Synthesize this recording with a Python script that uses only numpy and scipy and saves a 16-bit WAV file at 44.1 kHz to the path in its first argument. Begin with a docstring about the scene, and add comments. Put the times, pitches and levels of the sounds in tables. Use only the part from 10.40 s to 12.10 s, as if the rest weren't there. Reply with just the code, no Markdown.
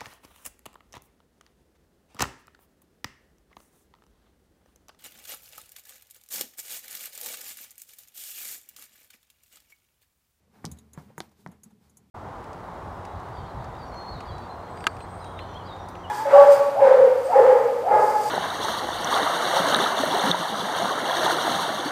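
"""A quiet room, close up on a small camera being handled.
Fingers knock on the case, which rings and thumps; padded contacts bump it and its plastic seams snap.
A tiny metal part ticks and rings close to the microphone.
Low resonances set off by the knocks rumble and murmur; skin rubs on the case over faint room noise."""
import sys
import numpy as np
from scipy import signal
from scipy.fft import rfft, irfft, next_fast_len
from scipy.io import wavfile

SR = 44100
rng = np.random.default_rng(int(sys.argv[2]) if len(sys.argv) > 2 else 0)


def log_audio(samples):
    """Write samples as a 16-bit WAV file to the path given in sys.argv[1]."""
    # one column per channel
    frames = np.atleast_2d(samples).T
    # limit to full scale, then quantise
    limited = np.clip(frames, -1, 1)
    pcm = np.round(limited * 32767).astype(np.int16)
    wavfile.write(sys.argv[1], SR, pcm)


N = 74970

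# Finger knocks: t/s, level/dB, bass corner f/Hz, treble corner f/Hz, ring re knock/dB,
# thump level/dB, thump f/Hz, room re knock/dB
FINGER_KNOCKS = [(0.2427, -12.5, 80, 2370, -22, -53, 110, -1),
                 (0.2453, 2, 69, 1280, -10, -30.5, 164.6, -11),
                 (0.5764, -10.5, 187, 1800, 1.5, -30.5, 153.4, 0.5),
                 (0.7803, -2, 200, 2130, 3.5, -34.5, 160.4, -15),
                 (0.8042, 5.5, 312, 1700, -1, -42.5, 207, -25),
                 (1.0630, -4, 148, 2260, -4.5, -34.5, 170.6, -10.5)]
# Spectrum of a knock before its corners: f/Hz, level/dB
KNOCK_SPECTRUM = [(40, -14), (120, 4), (320, 3), (540, -4), (900, 1), (1200, -1), (1550, -3.5), (2150, 0.5),
                  (2600, -6.5), (4000, -11), (8000, -6), (15000, -12.5)]
# Modes of the case: f/Hz, level/dB, t60/s
CASE_MODES = [(334, -47.5, 0.052), (420, -50, 0.026), (762, -41, 0.034), (935, -42.5, 0.056),
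              (1052, -49, 0.035), (1240, -61, 0.033), (1520, -46, 0.025)]
def knocks():
    """A finger strikes the case: a dull pulse, contact chatter, ringing modes and a low thump."""
    chatter_db, ring_attack_s, thump_attack_s = -9.5, 0.00055, 0.00036
    out, t = np.zeros(N), clock(SR // 4)
    for s, db, bass_hz, treble_hz, ring_db, thump_db, thump_hz, room_db in FINGER_KNOCKS:
        def spectrum(hz):
            bass_cut = rolloff(bass_hz / (hz + 1), order=2)
            treble_cut = rolloff(hz / treble_hz, order=4, floor_db=-29)
            return along(KNOCK_SPECTRUM, hz) + bass_cut + treble_cut
        blow = amp(db) * case_pulse(spectrum, smear_hz=1500)
        chatter = rng.standard_normal(len(t)) * fade(t, t60=0.014)
        modes = ring(CASE_MODES, t, spread_db=5) * swell(t, ring_attack_s)
        thump = -np.cos(2 * np.pi * thump_hz * t) * fade(t, t60=0.082)
        add(out, s, blow)
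        add(out, s, amp(chatter_db) * signal.fftconvolve(blow, chatter / np.linalg.norm(chatter)))
        add(out, s, amp(db + ring_db) * modes)
        add(out, s, amp(thump_db) * thump * (1 - np.exp(-t / thump_attack_s)))
        add(out, s, amp(room_db) * room_tail(blow))
    return out


# The case shifting in the hand: t/s, level/dB, f/Hz, rise/s, t60/s
SOFT_BUMPS = [(.076, -62, 480, 0.0052, 0.077), (0.242, -34, 106, 0.0027, 0.057),
              (0.2663, -28.5, 178.5, 0.006, 0.071), (0.314, -31, 155, 0.0079, 0.066),
              (0.601, -39, 187, 0.0055, 0.087), (0.684, -43.5, 128, .008, 0.11),
              (.7015, -43, 535, 0.0014, 0.024), (0.986, -54.5, 394, 0.0066, .08),
              (1.086, -27.5, 175, 0.0035, 0.037), (1.258, -42.5, 218, 0.0054, 0.11),
              (1.3065, -59, 835, 0.0022, .04), (1.321, -48, 207, 0.0078, 0.1)]
# Grit in a bump: multiple of its pitch, level/dB
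GRIT_SPECTRUM = [(.2, -18), (.6, 2), (1, 9), (1.6, -1.5), (3, -17), (8, -37)]
def bumps():
    """Padded contacts swell softly into one low, slightly gritty note."""
    grit_db = -10.5
    out, t = np.zeros(N), clock(SR // 4)
    for s, db, hz, rise, t60 in SOFT_BUMPS:
        grit = amp(grit_db) * noise([(k * hz, level) for k, level in GRIT_SPECTRUM])[:len(t)]
        note = np.sin(2 * np.pi * hz * t)
        add(out, s, amp(db) * swell(t, rise) * fade(t, t60) * (note + grit))
    return out


# Plastic seams snapping: t/s, level/dB, centre f/Hz, treble corner f/Hz
SEAM_SNAPS = [(0.253, -4, 5000, 16200), (.25287, -8, 5350, 14300), (.2604, -10, 5400, 8500),
              (.2655, -18.5, 5700, 8000), (0.8042, -4.5, 3730, 12700), (0.814, -24, 4800, 7000),
              (0.816, -25, 5000, 7000), (0.8211, -25, 5050, 7000), (0.822, -32, 4700, 7000),
              (0.894, -41, 6150, 13400), (1.0744, -29.5, 5800, 10100)]
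# Spectrum of a snap centred on reference_hz: f/Hz, level/dB
SNAP_SPECTRUM = [(200, -30), (1800, -18), (3600, -3.5), (4500, -2.5), (5400, 3), (6800, -1.5), (7800, -8),
                 (9500, -7), (11500, -13), (15000, -11), (22000, -21)]
def snaps():
    """The seams let go in single bright pulses, and the room answers faintly."""
    reference_hz, room_db = 5600, -15
    out = np.zeros(N)
    for s, db, centre_hz, treble_hz in SEAM_SNAPS:
        def spectrum(hz):
            return along(SNAP_SPECTRUM, hz * reference_hz / centre_hz) + rolloff(hz / treble_hz, order=4)
        snap = amp(db) * case_pulse(spectrum, smear_hz=4600)
        add(out, s, snap)
        add(out, s, amp(room_db) * room_tail(snap))
    return out


# Ticks close to the microphone: t/s, level/dB, tuning ratio of the modes, rasp re tick/dB
METAL_TICKS = [(0.3137, -38, 1.01, -17.5), (.3700, -60.5, 1.6, -2), (0.385, -48.5, 1.2, -8.5),
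               (0.5317, -43.5, 0.95, -19.5), (0.7789, -38.5, 1.16, -22), (1.1144, -55, 1.28, -13),
               (1.233, -41, 1, -40), (1.306, -67.5, 0.93, -7), (1.4950, -56, 0.95, -32),
               (1.5692, -45, 0.94, -34)]
# Modes of the metal part at tuning 1: f/Hz, level/dB, t60/s
METAL_MODES = [(6630, -0.5, 0.038), (6940, -4, .045), (7780, -13, 0.13), (8240, -9, 0.053),
               (9060, -2, 0.049), (9300, -4, 0.02), (10320, -9, 0.026), (10800, -5, 0.025),
               (10230, -6.5, 0.038), (12600, -15, 0.017), (13100, -9, 0.047), (14850, -19, 0.039)]
# Its bright scrape and its lower rasp: f/Hz, level/dB
SCRAPE_SPECTRUM = [(500, -11), (4000, -22), (5900, -14), (6700, 6), (8200, -11), (11000, -0.5),
                   (13500, -23), (15000, -8.5)]
RASP_SPECTRUM = [(300, -26), (1000, -2), (2600, -5), (3400, -2.5), (3850, 9), (4400, -6), (5500, -24),
                 (12000, -38)]
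def ticks():
    """The metal part scrapes and rasps for a moment and rings on, unsteadily."""
    scrape_db, ring_db, rise_s = -3, -9.5, 0.0016
    out, t = np.zeros(N), clock(SR // 6)
    for s, db, tuning, rasp_db in METAL_TICKS:
        friction = amp(scrape_db) * noise(SCRAPE_SPECTRUM) + amp(rasp_db) * noise(RASP_SPECTRUM)
        scrape = friction[:len(t)] * fade(t, t60=0.057)
        metal = amp(ring_db) * ring(METAL_MODES, t, spread_db=1, tuning=tuning, waver=0.04)
        add(out, s, amp(db) * swell(t, rise_s) * (scrape + metal))
    return out


# Course of the resonances' deep rumble and of their hollow murmur: t/s, level/dB
RUMBLE_LEVELS = [(0, -71.5), (.19, -82), (.245, -55), (.335, -44.5), (.40, -62.5), (.49, -61), (.67, -57.5),
                 (.75, -92), (.82, -60), (1.01, -70), (1.10, -58), (1.23, -66.5), (1.28, -67),
                 (1.40, -78.5), (1.48, -60), (1.56, -78), (1.7, -70)]
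MURMUR_LEVELS = [(0, -83.5), (.09, -70.5), (.16, -67.5), (.23, -58), (.27, -43), (.33, -57), (.40, -56.5),
                 (.50, -64.5), (.56, -67), (.61, -56.5), (.70, -57), (.75, -67), (.83, -60), (.96, -68),
                 (1.05, -59.5), (1.11, -54.5), (1.23, -66), (1.29, -66), (1.42, -61.5), (1.55, -67.5),
                 (1.63, -61.5), (1.7, -68)]
# Noise in the rumble and in the murmur: f/Hz, level/dB
RUMBLE_SPECTRUM = [(20, -7), (40, -27), (60, -6), (76, 26.5), (95, -8), (125, 6), (220, -42.5)]
MURMUR_SPECTRUM = [(40, -51), (95, -9), (125, -2.5), (165, -3), (215, 4), (250, -6), (282, -8.5),
                   (330, -19), (380, -18.5), (420, -8.5), (480, -26.5), (600, -44), (1500, -48)]
def low_resonances():
    """Low resonances, set off by the knocks, rumble and murmur, then die away."""
    resonance_hz, noise_db = 77.13, -8.5
    resonance = np.sin(2 * np.pi * (resonance_hz * clock() + drift(N, waver=0.0076)))
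    rumble = resonance + amp(noise_db) * noise(RUMBLE_SPECTRUM)
    return contour(RUMBLE_LEVELS) * rumble + contour(MURMUR_LEVELS) * noise(MURMUR_SPECTRUM)


# Strokes of skin: peak t/s, rustle level/dB, hiss level/dB, rise/s, fall/s
SKIN_STROKES = [(0.167, -60.5, -72.5, 0.042, 0.085), (.30, -63.5, -70.5, 0.062, 0.14),
                (0.554, -58.5, -84, 0.015, 0.011), (0.588, -57.5, -64, 0.017, 0.068),
                (0.707, -64, -102, 0.02, 0.022), (0.843, -59, -65.5, 0.057, 0.036),
                (.918, -68.5, -72, 0.0054, 0.012), (1.014, -71, -68, 0.045, 0.043),
                (1.132, -60.5, -82, 0.034, 0.03), (1.264, -66.5, -73, 0.016, 0.024),
                (1.312, -70, -78, 0.012, 0.023), (1.448, -69.5, -73, 0.041, 0.1),
                (1.59, -76, -93, 0.022, 0.11)]
# Their low rustle and their hiss: f/Hz, level/dB
RUSTLE_SPECTRUM = [(60, -7), (250, 2), (450, -2), (600, -5), (800, -0.5), (1100, -4), (1500, -9),
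                   (2200, -12), (2900, -18.5), (6000, -33), (15000, -31)]
HISS_SPECTRUM = [(500, -38), (2600, -4.5), (4000, 0), (5600, -2), (8000, -4), (11500, -6), (15000, -4.5)]
def rubs():
    """Skin slides over the case in short strokes that rustle and hiss."""
    t, rustle, hiss = clock(), np.zeros(N), np.zeros(N)
    for s, rustle_db, hiss_db, rise, fall in SKIN_STROKES:
        stroke = np.exp(-np.where(t < s, ((t - s) / rise) ** 2, (t - s) / fall))
        rustle += amp(rustle_db) * stroke
        hiss += amp(hiss_db) * stroke
    return rustle * noise(RUSTLE_SPECTRUM) + hiss * noise(HISS_SPECTRUM)


# Decay of the room: f/Hz, t60/s
ROOM_DECAY = [(100, 0.12), (500, 0.24), (2000, 0.083), (12000, 0.085)]
def room_tail(sound, build_s=0.0013):
    """The room returns a short diffuse tail, drawn afresh for each sound."""
    hz, t, bands = signal.stft(rng.standard_normal(SR // 2), SR, nperseg=256)
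    tail = signal.istft(bands * fade(t, along(ROOM_DECAY, hz)[:, None]), SR, nperseg=256)[1]
    tail *= 1 - np.exp(-clock(len(tail)) / build_s)
    return signal.fftconvolve(sound, tail / np.linalg.norm(tail))


# Room tone at the microphone: f/Hz, relative level/dB
ROOM_TONE_SPECTRUM = [(25, -20.5), (60, -3), (120, 1), (250, -9.5), (450, -7), (750, -13), (1500, -19.5),
                      (3500, -23), (7000, -25.5), (15500, -28.5)]
def room_tone(db=-71.5):
    """The still room: faint, steady noise, mostly bass."""
    return amp(db) * noise(ROOM_TONE_SPECTRUM)


def case_pulse(spectrum, smear_hz, size=4096):
    """A short pulse through the case, which notches one band and delays what lies below smear_hz."""
    notch_hz, width_hz, notch_db = 2643, 270, -8
    hz = np.fft.rfftfreq(size, 1 / SR)
    notch = notch_db * np.exp(-((hz - notch_hz) / width_hz) ** 2)
    cepstrum = irfft(np.log(amp(spectrum(hz) + notch)))
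    cepstrum[1:size // 2] *= 2  # fold to minimum phase: the energy comes first
    cepstrum[size // 2 + 1:] = 0
    allpass = (1j * hz - smear_hz) / (1j * hz + smear_hz)
    return irfft(np.exp(rfft(cepstrum)) * allpass)


def ring(modes, t, spread_db, tuning=1, waver=0):
    """Decaying modes, each struck a little differently every time."""
    out = np.zeros(len(t))
    for hz, db, t60 in modes:
        envelope = amp(db + spread_db * rng.normal()) * fade(t, t60)
        out += envelope * np.sin(2 * np.pi * (tuning * hz * t + drift(len(t), waver)))
    return out


def drift(size, waver):
    """A wandering phase in cycles; waver is in cycles per root ms."""
    return rng.random() + waver * np.cumsum(rng.standard_normal(size)) / np.sqrt(SR / 1000)


def noise(spectrum):
    """Coloured noise of rms 1."""
    gain = amp(along(spectrum, np.fft.rfftfreq(N, 1 / SR)))
    coloured = irfft(rfft(rng.standard_normal(N)) * gain, N)
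    return coloured / np.sqrt(np.mean(coloured ** 2) + 1e-20)


def rolloff(ratio, order, floor_db=-60):
    """Gain in dB of a filter slope that starts where ratio passes 1."""
    return 20 * np.log10(1 / (1 + ratio ** order) + amp(floor_db))


def along(points, hz):
    """Interpolate (f/Hz, value) points on a log axis."""
    f, values = np.transpose(points)
    return np.interp(np.log(hz + 1), np.log(f + 1), values)


def contour(points):
    """Gain at each sample from (t/s, level/dB) points."""
    return amp(np.interp(clock(), *np.transpose(points)))


def swell(t, rise_s):
    """Smooth onset from 0 to 1."""
    return 1 - np.exp(-(t / rise_s) ** 2)


def fade(t, t60):
    """Decay by 60 dB in t60 seconds."""
    return amp(-60 * t / t60)


def amp(db):
    """Decibels to gain."""
    return 10 ** (np.asarray(db) / 20)


def clock(size=N):
    """Time of each sample."""
    return np.arange(size) / SR


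def add(track, s, sound):
    """Mix a sound into the track from time s."""
    i = round(s * SR)
    track[i:i + len(sound)] += sound[:N - i]


def scene():
    """Close handling sounds over the still room, in mono."""
    return (knocks() + bumps() + snaps() + ticks() + low_resonances() + rubs() + room_tone())[None]


def record(dry):
    """The camera keeps nothing above its band limit."""
    top_hz = 15300
    size = next_fast_len(N + SR // 2)
    passband = np.fft.rfftfreq(size, 1 / SR) < top_hz
    return irfft(rfft(dry, size) * passband, size)[:, :N]


dry = scene()
out = record(dry)
log_audio(out)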